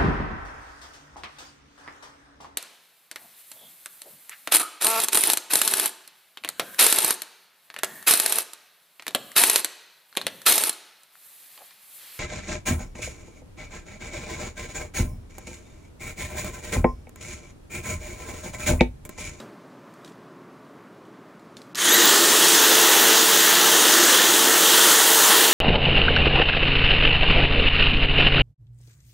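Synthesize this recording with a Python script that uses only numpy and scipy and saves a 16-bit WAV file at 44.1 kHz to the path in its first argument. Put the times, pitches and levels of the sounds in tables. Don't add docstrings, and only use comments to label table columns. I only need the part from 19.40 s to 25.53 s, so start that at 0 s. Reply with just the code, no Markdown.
import sys
import numpy as np
from scipy import signal
from scipy.fft import rfft, irfft, next_fast_len
from scipy.io import wavfile
from scipy.ndimage import uniform_filter1d, minimum_filter1d

SR = 44100
rng = np.random.default_rng(int(sys.argv[2]) if len(sys.argv) > 2 else 0)


def ratio(d):
    e = np.asarray(d, float) / 20
    return 10 ** e


def to_wav(sig):
    pcm = np.clip(np.atleast_2d(sig), -1, 1) * 32767
    pcm = np.round(pcm).astype(np.int16)
    wavfile.write(sys.argv[1], SR, pcm.T)


N = 270333
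START_S = 2.355


def rms_one(x):
    return x / np.sqrt(np.mean(x ** 2) + 1e-20)


def bump(x, centre, width):
    return np.exp(-((x - centre) / width) ** 2)


def drift(rate):
    step = 40
    r = np.exp(-2 * np.pi * rate * step / 2 * 2 / SR)
    noise = rng.standard_normal(N // step + 4002)
    slow = signal.lfilter([1], [1, -2 * r, r * r], noise)[4000:]
    return np.interp(np.arange(N) / step, np.arange(len(slow)), rms_one(slow))


def shaped(x, spectrum, levels_db, centres, patchy_db, peaks=(), count=17):
    size = next_fast_len(N)
    log_hz = np.log(np.arange(size // 2 + 1) * SR / size + 1)
    colour_hz, colour_db = np.transpose(spectrum)
    db = np.interp(log_hz, np.log(colour_hz), colour_db)
    for hz, width, top_db in peaks:
        db = db + top_db / (1 + (2 * (np.exp(log_hz) - hz) / width) ** 2)
    full = rfft(x, size) * ratio(db)

    log_centres = np.log(centres)
    zone = np.digitize(log_hz, (log_centres[1:] + log_centres[:-1]) / 2)
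    mean_db = [np.median(curve) for curve in levels_db]
    missing_db = []
    for k, wanted_db in enumerate(mean_db):
        power = 2 * np.sum(abs(full[zone == k]) ** 2) / size / N
        missing_db.append(wanted_db - 10 * np.log10(power))

    out = np.zeros(N)
    knots = np.log(np.geomspace(70, 18000, count))
    for k, knot in enumerate(knots):
        window = np.interp(log_hz, knots, np.arange(count) == k)
        band = irfft(full * window, size)[:N]
        change_db = 0
        for j, curve in enumerate(levels_db):
            share = np.interp(knot, log_centres, np.arange(len(centres)) == j)
            change_db = change_db + share * (curve - mean_db[j])
        out += band * ratio(change_db + patchy_db * drift(3.0))
    return out * ratio(np.mean(missing_db))


def hum():
    # (frequency [Hz], density [dB per Hz])
    hum_colour = [(20, -42), (50, -39), (70, -16), (88, -29), (118, -5), (260, -.6), (447, -4.5),
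                  (479, -12.5), (561, -7), (806, -13.5), (1110, -10), (2800, -27), (15600, -45.5)]
    # (time [s], width [s], gain [dB])
    rustles = [
        (.63, .15, 3),
        (2.27, .1, 2),
    ]
    t = np.arange(N) / SR
    knock = np.exp(-t / 0.075)
    low_db = -47.5 + 6 * knock
    high_db = -68 + 12 * knock + sum(db * bump(t, s, width) for s, width, db in rustles)
    noise = rng.standard_normal(N)
    return ratio(3.5) * shaped(noise, hum_colour, [low_db, high_db], [400, 6000], patchy_db=0.5, count=9)


def room(x):
    t60_s, wet_db = 0.4, -15
    size = next_fast_len(N + SR)
    hz = np.arange(size // 2 + 1) * SR / size
    t60 = t60_s / (1 + hz / 6000)
    tail = 0
    for k, lag in enumerate(rng.uniform(.007, .035, 7)):
        loop = ratio(-60 * lag / t60) * np.exp(-2j * np.pi * hz * lag)
        tail = tail + (-1) ** k * loop / (1 - loop) / 3
    return irfft(rfft(x, size) * (1 + ratio(wet_db) * tail), size)[:N]


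def clicks():
    # (time [s], peak level [dB], ring [Hz])
    click_events = [(0.0014, -32, 3870), (0.5382, -47, 6900), (0.6467, -34, 3880), (0.6594, -42, 3170),
                    (0.677, -38, 3530), (0.6964, -48, 5780), (0.7194, -50, 3930), (1.6526, -50, 3030),
                    (1.9944, -50, 3570), (2.1685, -31, 3620), (2.1894, -55, 3210), (2.217, -38, 4020),
                    (2.3474, -23, 4310), (2.3545, -18.5, 6100)]
    # (multiple of ring, level [dB])
    plastic = [(.66, 3), (.85, -17), (1, 10), (1.2, 6), (1.45, -6), (1.9, 3), (2.6, -13), (3.4, -16)]
    ring_t60_s, tail_db = 0.0079, -15
    out = np.zeros(N)
    t = np.arange(SR // 4) / SR
    bright = signal.butter(2, [2300, 9000], "band", fs=SR, output="sos")
    rise = 1 - np.exp(-t / 0.00036)
    r = ratio(-60 / (ring_t60_s * SR))
    for s, db, hz in click_events:
        scuff, crack, tail = rng.standard_normal((3, len(t)))
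        snap = signal.sosfilt(bright, crack) + 0.11 * np.diff(crack, prepend=0)
        sound = ratio(9.0) * snap * rise * np.exp(-t / 0.0013)
        push = scuff * rise * np.exp(-t / 0.0019)
        for multiple, mode_db in plastic:
            w = 2 * np.pi * min(hz * multiple, 15000) / SR
            mode = signal.lfilter([0, np.sin(w)], [1, -2 * r * np.cos(w), r * r], push)
            sound += 0.24 * ratio(mode_db) * mode
        diffuse = signal.sosfilt(bright, tail) * np.exp(-t / .025)
        sound = sound / np.max(abs(sound)) + ratio(tail_db) * diffuse
        at = round(s * SR)
        out[at:at + len(t)] += ratio(db) * sound
    return out


def motion():
    # (time [s], level [dB])
    sway = [(2.55, 1), (2.76, 1), (2.79, -1), (3.0, 1), (3.3, .5), (3.72, 0.1), (3.8, -1), (4.0, -1.05),
            (4.45, -0.5), (4.75, 1), (4.8, -0.6), (5.2, -0.6), (5.52, 1), (5.56, -1.6), (5.8, -0.6),
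            (5.92, 1), (6.04, 0.1), (6.1, -3)]
    free_speed, critical_speed, critical_width = 449.2, 333, 80
    quick_share, quick_s, slow_s = .6857, .1209, .3043
    t = np.arange(N) / SR
    since = np.maximum(t, START_S) - 2.3353
    lag = quick_share * np.exp(-since / quick_s) + (1 - quick_share) * np.exp(-since / slow_s)
    speed = free_speed * (1 - lag)
    speed_db = 20 * np.log10(1 - lag)
    shake_db = 11.5 * bump(speed, critical_speed, critical_width)
    sway_s, sway_level_db = np.transpose(sway)
    sway_db = np.interp(t, sway_s, sway_level_db)
    roll = np.clip((t - 4.8) / (5.5 - 4.8), 0, 1)
    return t, speed, speed_db, shake_db, sway_db, roll


def motor_tones():
    orders_heard = [3, 6, 12, 20]
    order_db = [-7, -9, -16, -17]
    # (frequency [Hz], width [Hz], level [dB])
    slot_windows = [(3200, 170, -25), (3780, 260, -25), (3500, 700, -36)]
    # (frequency [Hz], width [Hz], level [dB])
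    whine_windows = [(6500, 500, -32), (9300, 600, -30), (11300, 500, -34), (12700, 650, -21),
                     (15300, 1100, -25), (12000, 4000, -36)]
    slot_order, whine_order = 12, 40
    t, speed, speed_db, shake_db, sway_db, roll = motion()
    turns = np.cumsum(speed * (1 + .0008 * drift(4.0))) / SR

    def let_out(order, windows):
        return sum(ratio(db) * bump(order * speed, hz, width) for hz, width, db in windows)

    def tone(order, db):
        return np.sqrt(2) * ratio(db) * np.sin(2 * np.pi * order * turns)

    unbalance_db = -34.5 + 2 * speed_db + 1.5 * roll + 0.38 * shake_db
    unbalance_db += -6.5 * bump(t, 4.88, 0.17)
    out = tone(1, unbalance_db + 3 * drift(6))
    out += let_out(whine_order, whine_windows) * tone(whine_order, 4.5 * drift(60) - 1)
    slot_tones = tone(slot_order, 3 * drift(70)) + tone(slot_order / 2, -9 + 4 * drift(40))
    out += let_out(slot_order, slot_windows) * slot_tones
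    for order, rel_db in zip(orders_heard, order_db):
        out += tone(order, unbalance_db + rel_db + 2.5 * drift(12.0))
    return out * (np.arange(N) > START_S * SR), turns


def impact_source(turns):
    impacts_per_s, grain_db, throb, turns_per_reversal = 10000, 2.2, .13, 6.62
    sizes = ratio(grain_db * np.minimum(rng.exponential(1, N), 4)) * rng.choice([-1, 1], N)
    impacts = (rng.random(N) < impacts_per_s / SR) * sizes
    reversal = np.cos(2 * np.pi * turns / turns_per_reversal + 1.2 * drift(7.6))
    swell = 1 + throb * reversal * ratio(2.4 * drift(9.9)) + 0.081 * np.cos(2 * np.pi * turns)
    return rms_one(impacts) * swell + 0.74 * rng.standard_normal(N)


def blade_bar(source):
    # (frequency [Hz], width [Hz], level [dB])
    bar_modes = [(1900, 160, -5), (3800, 160, -1), (6050, 200, -7), (6550, 190, 1), (6800, 150, -4),
                 (7550, 120, 0), (9200, 250, -8)]
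    out = 0
    for hz, width, db in bar_modes:
        r = np.exp(-np.pi * width / SR)
        poles = [1, -2 * r * np.cos(2 * np.pi * hz / SR), r * r]
        mode = signal.lfilter([1, 0, -1], poles, source)
        out = out + rms_one(mode) * ratio(db + 2.5 * drift(4.0))
    return rms_one(out)


def rattle(turns):
    rattle_hz = [330, 800, 1700, 3300, 5500, 9500, 14000]
    # (frequency [Hz], density [dB per Hz])
    rattle_colour = [(20, -46), (60, -44), (100, -75), (166, -17.5), (288, -7.5), (333, -2), (400, -3.5),
                     (566, -8), (1810, -3.5), (2430, -8), (3340, -3.5), (4880, -9.5), (6700, -8.5),
                     (15600, -12)]
    # (frequency [Hz], width [Hz], gain [dB])
    body_modes = [(196, 9.5, 2), (342.6, 17, 4.5), (609, 12, 3), (730, 80, -2.5), (870, 60, 2.5),
                  (1770, 120, 2), (2300, 940, -4), (3020, 700, 2.5), (3780, 220, -3), (5550, 260, -2),
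                  (5830, 850, 2), (7170, 240, 1), (9500, 1000, 1), (10900, 1500, -2)]
    # (level at free speed [dB], power of speed [1], share of sway [1],
    # gain by the roll [dB], share of the critical-speed shake [1])
    parts = [
        (-27, 1.44, .7, -2, 0.4),
        (-26.5, 1.33, 0.89, 2, -0.046),
        (-24.5, 0.53, 1.03, 0.2, 0.092),
        (-21.5, 0.99, 0.7, 0.1, -0.3),
        (-20.5, 1.17, 1, -1, 0.15),
        (-22.5, 1.05, 0.87, 1.7, -0.18),
        (-24.5, 1.6, 0.7, 1.4, .05),
    ]
    source = impact_source(turns)
    bar = blade_bar(source)
    t, speed, speed_db, shake_db, sway_db, roll = motion()
    slack_db = -7.5 * np.clip((2.38 + 0.0053 - t) / .016, 0, 1)
    parts_db = []
    for db, power, share, roll_db, shaken in parts:
        moving_db = power * speed_db + share * sway_db + roll_db * roll + shaken * shake_db
        parts_db.append(db + slack_db + moving_db)
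    body = ratio(0.29) * shaped(source, rattle_colour, parts_db, rattle_hz, patchy_db=1.08, peaks=body_modes)
    bar_db = -33 + .3 * speed_db + slack_db + shake_db - 0.5 * roll
    on = np.clip((t - START_S) / 0.0037, 0, 1)
    return on * (body + bar * ratio(bar_db))


def scene():
    tones, turns = motor_tones()
    mono = room(clicks()) + rattle(turns) + tones + hum()
    return np.array([mono, mono])


def starved(x):
    weak_db, easing_db = -2.0, 2.8
    hz, _, z = signal.stft(x, SR, "cosine", nperseg=1152)
    power = uniform_filter1d(abs(z[:-1]) ** 2, size=4, axis=1)
    narrow = np.repeat(power.reshape(144, 4, -1).mean(axis=1), 4, axis=0)
    typical = np.exp(uniform_filter1d(np.log(narrow + 1e-30), size=48, axis=0))
    bassward = np.clip(10500 / (hz[:-1, None] + 1) - 1, 0, 9)
    limit_db = weak_db - easing_db * bassward
    z[:-1] *= narrow > typical * ratio(2 * limit_db)
    return signal.istft(z, SR, "cosine", nperseg=1152)[1][:N]


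def masked(x):
    masked_db, look_ahead_s = -27, .013
    treble = signal.sosfiltfilt(signal.butter(3, 2500, "high", fs=SR, output="sos"), x)
    level = np.sqrt(uniform_filter1d(treble ** 2, size=88) + 1e-14)
    span = int(look_ahead_s * SR)
    coming = -minimum_filter1d(-level, size=span, origin=-(span // 2))
    hidden = 1. * (level < coming * ratio(masked_db))
    return x - treble * uniform_filter1d(hidden, size=44)


def fills(mono):
    # (time [s], low edge [Hz])
    fill_frames = [(.37, 5700), (.925, 9600), (1.11, 5200), (1.25, 6300), (1.88, 4700), (2.901, 5220),
                   (3.155, 4690), (3.34, 6290), (3.805, 4200), (3.806, 7600), (4.5, 5200), (5.594, 10340),
                   (5.851, 6390)]
    fill_db = -3.5
    side = np.zeros(N)
    window = np.sin(np.pi * np.arange(2048) / 2048)
    hz = np.arange(1025) * SR / 2048
    for s, low_hz in fill_frames:
        band = (hz > low_hz) * (hz < low_hz + min(.215 * low_hz, 1420))
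        at = 4 + 1024 * (round((s * SR - 4) / 1024) - 1)
        level = np.std(irfft(rfft(mono[at:at + 2048] * window) * band)) * np.sqrt(2)
        noise = rms_one(irfft(rfft(rng.standard_normal(2048)) * band))
        side[at:at + 2048] += ratio(fill_db) * level * window * noise
    return side * [[1], [-1]]


def low_pass(x):
    return signal.sosfilt(signal.butter(12, 16960, fs=SR, output="sos"), x)


def record(dry):
    soft = .8 * np.tanh(dry[0] / .75)
    bass_cut = signal.butter(4, 130, "high", fs=SR, output="sos")
    bend = signal.sosfilt(bass_cut, soft - dry[0])
    top_cut = signal.ellip(14, .3, 85, 15720, fs=SR, output="sos")
    mono = masked(starved(signal.sosfilt(top_cut, dry[0] + bend)))
    return low_pass(mono + fills(mono))


dry = scene()
out = record(dry)
to_wav(out)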